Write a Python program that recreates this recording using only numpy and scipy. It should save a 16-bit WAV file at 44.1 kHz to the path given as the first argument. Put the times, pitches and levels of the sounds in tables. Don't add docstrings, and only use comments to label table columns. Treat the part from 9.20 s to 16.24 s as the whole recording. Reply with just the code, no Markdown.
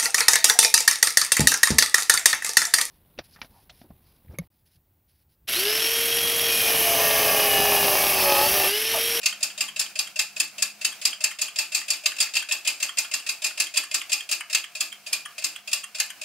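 import sys
import numpy as np
from scipy import signal
from scipy.fft import rfft, irfft
from scipy.io import wavfile
from scipy.ndimage import uniform_filter1d

SR = 44100
rng = np.random.default_rng(int(sys.argv[2]) if len(sys.argv) > 2 else 0)


def store_wav(level_fs):
    pcm = np.round(np.clip(np.atleast_2d(level_fs), -1, 1) * 32767)
    wavfile.write(sys.argv[1], SR, pcm.T.astype(np.int16))


def gain_from_db(level_db):
    decades = np.asarray(level_db, float) / 20
    return 10 ** decades


N = 310596


def evened(x):
    return x / np.sqrt(np.mean(x ** 2) + 1e-20)


def coloured(x, points):
    f, db = np.transpose(points)
    hz = np.fft.rfftfreq(x.shape[-1], 1 / SR)
    curve_db = np.interp(np.log(hz + 1), np.log(f + 1), db)
    return irfft(rfft(x) * gain_from_db(curve_db), x.shape[-1])


def small(x, hz):
    return signal.sosfilt(signal.butter(4, hz, "high", fs=SR, output="sos"), x)


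def body(modes, dense, dense_db, dense_t60, spread_db):
    t = np.arange(8192) / SR
    hz, width, db = np.transpose(modes)[:, :, None]
    strike = gain_from_db(db + spread_db * rng.standard_normal((len(modes), 1))) * width
    phase = 2 * np.pi * rng.random((2, len(modes), 1))
    decay = np.exp(-np.pi * width * t)
    ring = (strike * decay * np.sin(2 * np.pi * hz * t + phase)).sum(1)
    hiss = rfft(rng.standard_normal((2, len(t))) * gain_from_db(-60 * t / dense_t60))
    hiss = irfft(hiss / abs(hiss))
    hiss = coloured(hiss, dense) * gain_from_db(-30 * t / dense_t60)
    both = ring / np.linalg.norm(ring[0]) + gain_from_db(dense_db) * hiss / np.linalg.norm(hiss[0])
    both *= 1 - np.exp(-t / 0.00065)
    return both / np.linalg.norm(both, axis=1, keepdims=True)


def bursts(s, db, t60, rise_s):
    t = np.arange(SR // 2) / SR
    out = np.zeros(N + len(t))
    for at, level_db, length in np.broadcast(s, db, t60):
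        start = round(at * SR)
        envelope = gain_from_db(level_db - 60 * t / length) * (1 - np.exp(-t / rise_s))
        out[start:][:len(t)] += envelope[:N + len(t) - start]
    return out[:N]


def chatter(envelope, per_s, spread_db):
    size = gain_from_db(spread_db * np.minimum(rng.exponential(1, N), 4)) * rng.choice([-1., 1.], N)
    return envelope * evened(size * (rng.random(N) < per_s / SR))


def ringing(force, response):
    return signal.oaconvolve(force[None], response, axes=1)[:, :N]


def wavering(hz, wander):
    drift = evened(uniform_filter1d(rng.standard_normal((3, N)), 6000))
    tone = np.sin(2 * np.pi * hz * np.arange(N) / SR + wander * drift[:2])
    return gain_from_db(5 * wander * drift[2]) * tone


# (frequency [Hz], level [dB per Hz])
BURNER_COLOUR = [(25, -36), (60, -24.5), (150, -9), (450, -11.5), (700, -3.5), (900, -8), (1500, -3.5),
                 (1950, -7), (2450, 1.5), (3400, -10.5), (4700, -6), (6200, -9), (12000, -13), (16500, -14)]
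# (frequency [Hz], level [dB])
DRONE_PARTIALS = [(100, -28), (153, 11), (193, 8.5), (208, 18.5)]
# (time [s], level [dB])
DRONE_SWELL = [
    (0.0, -59),
    (1.31, -58),
    (2.41, -65),
    (3.37, -84),
    (5.06, -86),
    (5.55, -64),
    (7.04, -67.5),
]
BURNER_DB, FLAME_DB, FLAME_HZ = -45, -66, 703


def workshop():
    drone = evened(sum(gain_from_db(db) * wavering(hz, wander=0.56) for hz, db in DRONE_PARTIALS))
    drone_db = np.interp(np.arange(N) / SR, *np.transpose(DRONE_SWELL))
    gust = gain_from_db(2.0 * evened(uniform_filter1d(rng.standard_normal(N), 3000)))
    hiss = gust * evened(coloured(rng.standard_normal((2, N)), BURNER_COLOUR))
    flame = gain_from_db(FLAME_DB) * wavering(FLAME_HZ, wander=0.1)
    return gain_from_db(BURNER_DB - 6.0) * hiss + gain_from_db(drone_db - 7) * drone + flame


# (clack time [s], low ring level [dB], treble over low ring [dB], chatter level [dB], valve tick lead [s])
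DRAGGED_TURNS = [(0.0581, -2.5, -1.5, -14.5, 0.027), (0.229, -11.5, 5, -15.5, .0235),
                 (0.407, -7.5, -0.5, -17, 0.03), (0.594, -10, 5, -14, 0.033),
                 (0.79, -5, -3.5, -17.5, 0.035), (0.9918, -4.5, -1.5, -14, 0.033),
                 (1.2, -4.5, -1.5, -16, 0.037), (1.423, -6.5, 4, -16.5, 0.042),
                 (1.6473, -3.5, -2.5, -15.5, 0.035), (1.8521, -5.5, 3, -13, 0.037),
                 (2.0395, -5.5, 0.5, -15.5, 0.034)]
# (clack time [s], low ring level [dB], treble over low ring [dB], chatter level [dB], valve tick lead [s])
FREE_TURNS = [(2.2157, -12, 4.5, -17, .0282), (2.3864, -7, -1, -14, .0274), (2.5475, -12, 7.5, -12, 0.028),
              (2.7034, -11, 5.5, -15, 0.022), (2.8579, -1, -7, -15.5, 0.022), (3.0021, -4, -3, -11.5, .018),
              (3.153, -7.5, -7, -15, 0.016), (3.3212, -11, 2.5, -17, 0.034),
              (3.4737, -3.5, -5, -14.5, .025), (3.6262, -10, 0, -16.5, 0.025), (3.784, -9, 4, -17, .012),
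              (3.9379, -7, -2.5, -16.5, 0.025), (4.0903, -5.5, -6.5, -17.5, 0.026),
              (4.2426, -5.5, -5, -13.5, 0.023), (4.3998, -5, 0.5, -14, 0.025)]
# (clack time [s], low ring level [dB], treble over low ring [dB], chatter level [dB], valve tick lead [s])
BRAKED_TURNS = [(4.572, -1.5, -4.5, -16, 0.033), (4.7429, -5, -0.5, -15, 0.031),
                (4.9285, -8.5, 4.5, -14.5, 0.033), (5.1132, -7, -3, -14.5, 0.023),
                (5.3469, -0.5, -5.5, -15.5, 0.048), (5.6062, -6.5, -1.5, -16.5, .0548),
                (5.9287, -5.5, -0.5, -17, 0.065), (6.2413, -11, 5, -16.5, 0.061),
                (6.53, -7, 1.5, -14.5, 0.055), (6.7996, -5, -1, -16, .0525), (7.06, -4, -3, -16, 0.046)]


def turns():
    rows = DRAGGED_TURNS + FREE_TURNS + BRAKED_TURNS
    at, ring_db, treble_db, chatter_db, lead = np.transpose(rows)
    return at, ring_db, treble_db, chatter_db, at - lead


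# (time [s], peak level [dB], treble over low ring [dB])
SLACK_CONTACTS = [(0.015, -22, -10), (0.2193, -19, -22), (0.425, -20, -9), (0.612, -12, -2),
                  (1.8697, -10.5, -5), (2.4144, -23, 0), (2.578, -21, -13), (2.734, -10.5, -14),
                  (2.862, -17, 6), (2.9642, -17.5, -9), (3.0107, -16.5, 9), (3.025, -14, 3),
                  (3.037, -16, -10), (3.1666, -1.5, -13), (3.197, -12, -25), (3.3112, -3.5, -22),
                  (3.3465, -18, -20), (3.462, -9, -26), (3.501, -13, -9), (4.264, -10.5, -3),
                  (4.558, -8.5, -14), (4.5675, -11, -3), (3.772, -10.5, -12), (5.126, -11, 0.5),
                  (5.3287, -7.5, -5), (4.918, -7, -6), (6.221, -17.5, -9), (6.5147, -18.5, -1),
                  (6.784, -18.5, -3.5), (7.033, -22, -16)]
FRAME_PITCHES = [1790, 2100, 2302, 2423, 2515, 2590, 2669, 2735, 2803, 3011, 3290, 3785, 4531, 4610, 4683,
                 4838, 5007, 5250, 6220, 6410, 6841, 7250, 7499, 8185, 8586, 8810, 10259, 10700, 11150]
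# (width [Hz], level [dB])
FRAME_MODES = [(75.6, -15), (33, -13), (26, -18.5), (40.7, 0.5), (55, -1), (47.7, -5), (35, 4.5), (40, -3),
               (37.037, -9), (24.7, -7), (192, -8.5), (49, -9), (34.8, -0.5), (40.5, -3), (48.4, -1.5),
               (44.8, -4), (48.6, -5), (121, -5.5), (60, -9), (57, -5), (98, -8.5), (91, -8), (65.5, -0.5),
               (102, -9), (56, -3.5), (42, -12), (31, -8), (79, -13.5), (79, -9)]
# (frequency [Hz], level [dB per Hz])
FRAME_HISS = [(500, -29), (800, -23), (1200, -17.5), (2250, -11), (2600, -9.5), (2950, -31.5), (3600, -9),
              (4200, -6), (4750, -2), (5800, -9.5), (7000, -5), (9500, -15.5), (13000, -22), (16000, -19.5)]
LOADED_TURNS = [
    1,
    15,
]
LOADED_DB = -8.5
TICK_DB, TICK_TREBLE_DB, TICK_CHATTER_DB = -11, -8.5, -30.5
TICK_DULLS_DB_PER_S, TICK_SOFTENS_DB_PER_S = 150, 95
SCRAPE_GROWS_DB_PER_S = 120
CHATTER_T60 = 0.25


def linkage(count=5):
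    at, ring_db, top_db, chatter_db, valve_s = turns()
    lead = at - valve_s
    loaded_db = LOADED_DB * np.isin(np.arange(len(at)), LOADED_TURNS)
    clacks = np.c_[at, ring_db, top_db]
    tick_db = TICK_DB + loaded_db - TICK_SOFTENS_DB_PER_S * lead
    ticks = np.c_[valve_s, tick_db, TICK_TREBLE_DB - TICK_DULLS_DB_PER_S * lead]
    s, db, treble_db = np.r_[clacks, ticks, SLACK_CONTACTS].T
    s = s - .0015

    after = bursts(at, chatter_db - 9.5, CHATTER_T60, 0.0023)
    after += bursts(valve_s - .002, TICK_CHATTER_DB + loaded_db, 0.16, 0.0013)
    scrape_db = chatter_db - 20 + SCRAPE_GROWS_DB_PER_S * lead
    after += bursts(at - .006, scrape_db, 0.034, 0.001)

    out, grit = np.zeros((2, N)), rng.standard_normal(N)
    for k in range(count):
        frame = body(np.c_[FRAME_PITCHES, FRAME_MODES], FRAME_HISS, dense_db=-2.5, dense_t60=0.056, spread_db=1.7)
        treble = coloured(frame, [(3200, -17.5), (4200, -1.5)])
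        own = slice(k, None, count)
        loose = chatter(after, per_s=900, spread_db=4.0) / np.sqrt(count)
        low_hit = grit * bursts(s[own], db[own] + 0.5, 0.03, 0.0033)
        top_hit = grit * bursts(s[own], db[own] + treble_db[own] + 2.5, 0.022, 0.0015)
        out += ringing(low_hit + gain_from_db(-1.45) * loose, frame - treble)
        out += ringing(top_hit + gain_from_db(-0.36) * loose, treble)
    return out


PLATE_PITCHES = [290, 325, 400, 490, 632, 810, 880, 1165, 1230]
# (width [Hz], level [dB])
PLATE_MODES = [(34.7, -5), (37.8, -8), (34.7, -11.5), (50, -19), (37.037, -0.5), (45, 0), (45, 4.5),
               (39.8, 11), (29, 4)]
BOILER_NOTE_HZ, BOILER_T60 = 632, .1
THUMP_DB, THUMP_SPREAD_DB = -46.5, 2
USUAL_CHATTER_DB = -13
SHAKE_DB, SHAKE_FOLLOWS = -40.5, 0.45


def base():
    at, *_, chatter_db, valve_s = turns()
    t = np.arange(SR // 4) / SR
    push = np.zeros(N)
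    push[(valve_s * SR).astype(int)] = gain_from_db(THUMP_DB + 7 + THUMP_SPREAD_DB * rng.standard_normal(len(at)))
    note = gain_from_db(0.8 - 60 * t / BOILER_T60) * np.sin(2 * np.pi * BOILER_NOTE_HZ * t)
    note *= 1 - np.exp(-t / 0.0087)
    plate = body(np.c_[PLATE_PITCHES, PLATE_MODES], BURNER_COLOUR, dense_db=-25, dense_t60=.05, spread_db=2.5)
    stroke_db = SHAKE_DB + SHAKE_FOLLOWS * (chatter_db - USUAL_CHATTER_DB)
    shake = bursts(at, stroke_db + 2.5, 0.11, 0.0043) * rng.standard_normal(N)
    return ringing(push, note[None]) + small(ringing(shake, plate), 290)


# (frequency [Hz], level [dB])
BENCH_COLOUR = [(40, -22), (90, -5), (200, -27.5), (300, 0), (340, -7.5), (450, -8), (600, -27)]
BENCH_DB, BENCH_SPREAD_DB, BENCH_T60 = -55, 3.0, 0.15


def bench():
    at = turns()[0]
    db = BENCH_DB + BENCH_SPREAD_DB * rng.standard_normal(len(at))
    thud = evened(coloured(rng.standard_normal((2, N)), BENCH_COLOUR))
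    return bursts(at, db, BENCH_T60, 0.011) * thud


# (frequency [Hz], level [dB])
STEAM_COLOUR = [(200, -40), (600, -19), (1200, 16), (2500, 14), (5000, -26), (8000, -13), (12000, 24),
                (16500, -7)]
PUFF_DB, PUFF_FOLLOWS = -35, .45


def exhaust():
    at, *_, chatter_db, _ = turns()
    db = PUFF_DB + PUFF_FOLLOWS * (chatter_db - USUAL_CHATTER_DB)
    flutter = gain_from_db(2.2 * evened(uniform_filter1d(rng.standard_normal(N), 200)))
    steam = evened(coloured(rng.standard_normal((2, N)), STEAM_COLOUR))
    return bursts(at, db, 0.83 * CHATTER_T60, 0.0034) * flutter * steam


# (time [s], peak level [dB], hollow body under the ring [dB])
ROD_KNOCKS = [(0.1259, -23.5, 3.5), (0.3022, -30, -7), (0.4854, -20, -10), (0.663, -27, -25),
              (0.874, -21, -31), (1.726, -23, -22), (1.93, -21, -8), (2.113, -21, -3), (2.2837, -20.5, -11),
              (2.4513, -26.5, -20), (2.6134, -24.5, 3.5), (2.768, -27.5, -21), (2.919, -23, 0),
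              (3.071, -31, 7), (3.2245, -20, -5), (3.692, -21, 0.5), (3.8465, -24.5, 2.5),
              (3.9984, -26.5, -16), (4.307, -26.5, 2), (4.4687, -22.5, -8), (4.6361, -20, -10),
              (4.816, -16.5, -6.5), (5.0063, -21.5, -5), (5.2073, -20, 2.5), (5.441, -19, -8),
              (5.7257, -20.5, -13), (6.0581, -19.5, -3.5), (6.3615, -19, -11), (6.6402, -16, -9),
              (6.903, -19, -11)]
ROD_PITCHES = [1150, 1420, 1680, 2090, 2810, 3060, 3190, 3300]
# (width [Hz], level [dB])
ROD_MODES = [(89, 5.5), (71, 5), (70, -60), (74.074, -38), (90, -9), (70, -2.5), (70.4, 20), (72, 5.5)]
# (frequency [Hz], level [dB per Hz])
ROD_HISS = [(600, -37), (1000, -21), (1700, -8), (2400, -8), (3150, 1), (3600, -29), (5000, -24),
            (9000, -13), (16000, -36)]


def rod(count=3):
    s, db, hollow_db = np.transpose(ROD_KNOCKS)
    out, grit = np.zeros((2, N)), rng.standard_normal(N)
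    for k in range(count):
        own = slice(k, None, count)
        ring = body(np.c_[ROD_PITCHES, ROD_MODES], ROD_HISS, dense_db=2.5, dense_t60=0.05, spread_db=2.5)
        hollow = coloured(ring, [(2300, -3.5), (2700, -60)])
        touch = bursts(s[own] - .007, db[own] - 11.5, 0.03, 0.00066)
        knock = bursts(s[own] - .001, db[own] + 2, 0.011, 0.0006)
        hollow_knock = bursts(s[own] - .001, db[own] + hollow_db[own] + 6, 0.016, 0.00081)
        out += ringing(grit * (knock + touch), ring - hollow)
        out += ringing(grit * hollow_knock, hollow)
    return out


def room(x):
    t = np.arange(SR // 2) / SR
    sparse = rng.random((2, len(t))) < 2000 / SR
    taps = rng.choice([-1., 1.], (2, len(t))) * sparse * (t > .004)
    tail = coloured(taps * gain_from_db(-60 * t / 0.25), [(500, 9), (4000, 0.5), (12000, -7.5)])
    return ringing(x[0], tail / np.linalg.norm(tail[0]))


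# (frequency [Hz], side over mid level [dB])
STEREO_WIDTH = [(60, -23), (150, -32.5), (380, -16.5), (950, -9.5), (2380, -7.5), (5980, 0), (15000, -3)]


def scene():
    engine = small(linkage() + rod() + exhaust(), 870) + base()
    mid, side = engine + gain_from_db(-9.5) * room(engine) + workshop() + bench()
    side = gain_from_db(-1.83) * coloured(side, STEREO_WIDTH)
    return np.array([gain_from_db(-1.12) * (mid + side), gain_from_db(-1.26) * (mid - side)])


def roll_off(x):
    return signal.sosfilt(signal.butter(12, 16980, fs=SR, output="sos"), x)


def record(dry):
    dull = coloured(dry, [(15700, 0), (15950, -32), (17000, -46)])
    return roll_off(dull)


dry = scene()
out = record(dry)
store_wav(out)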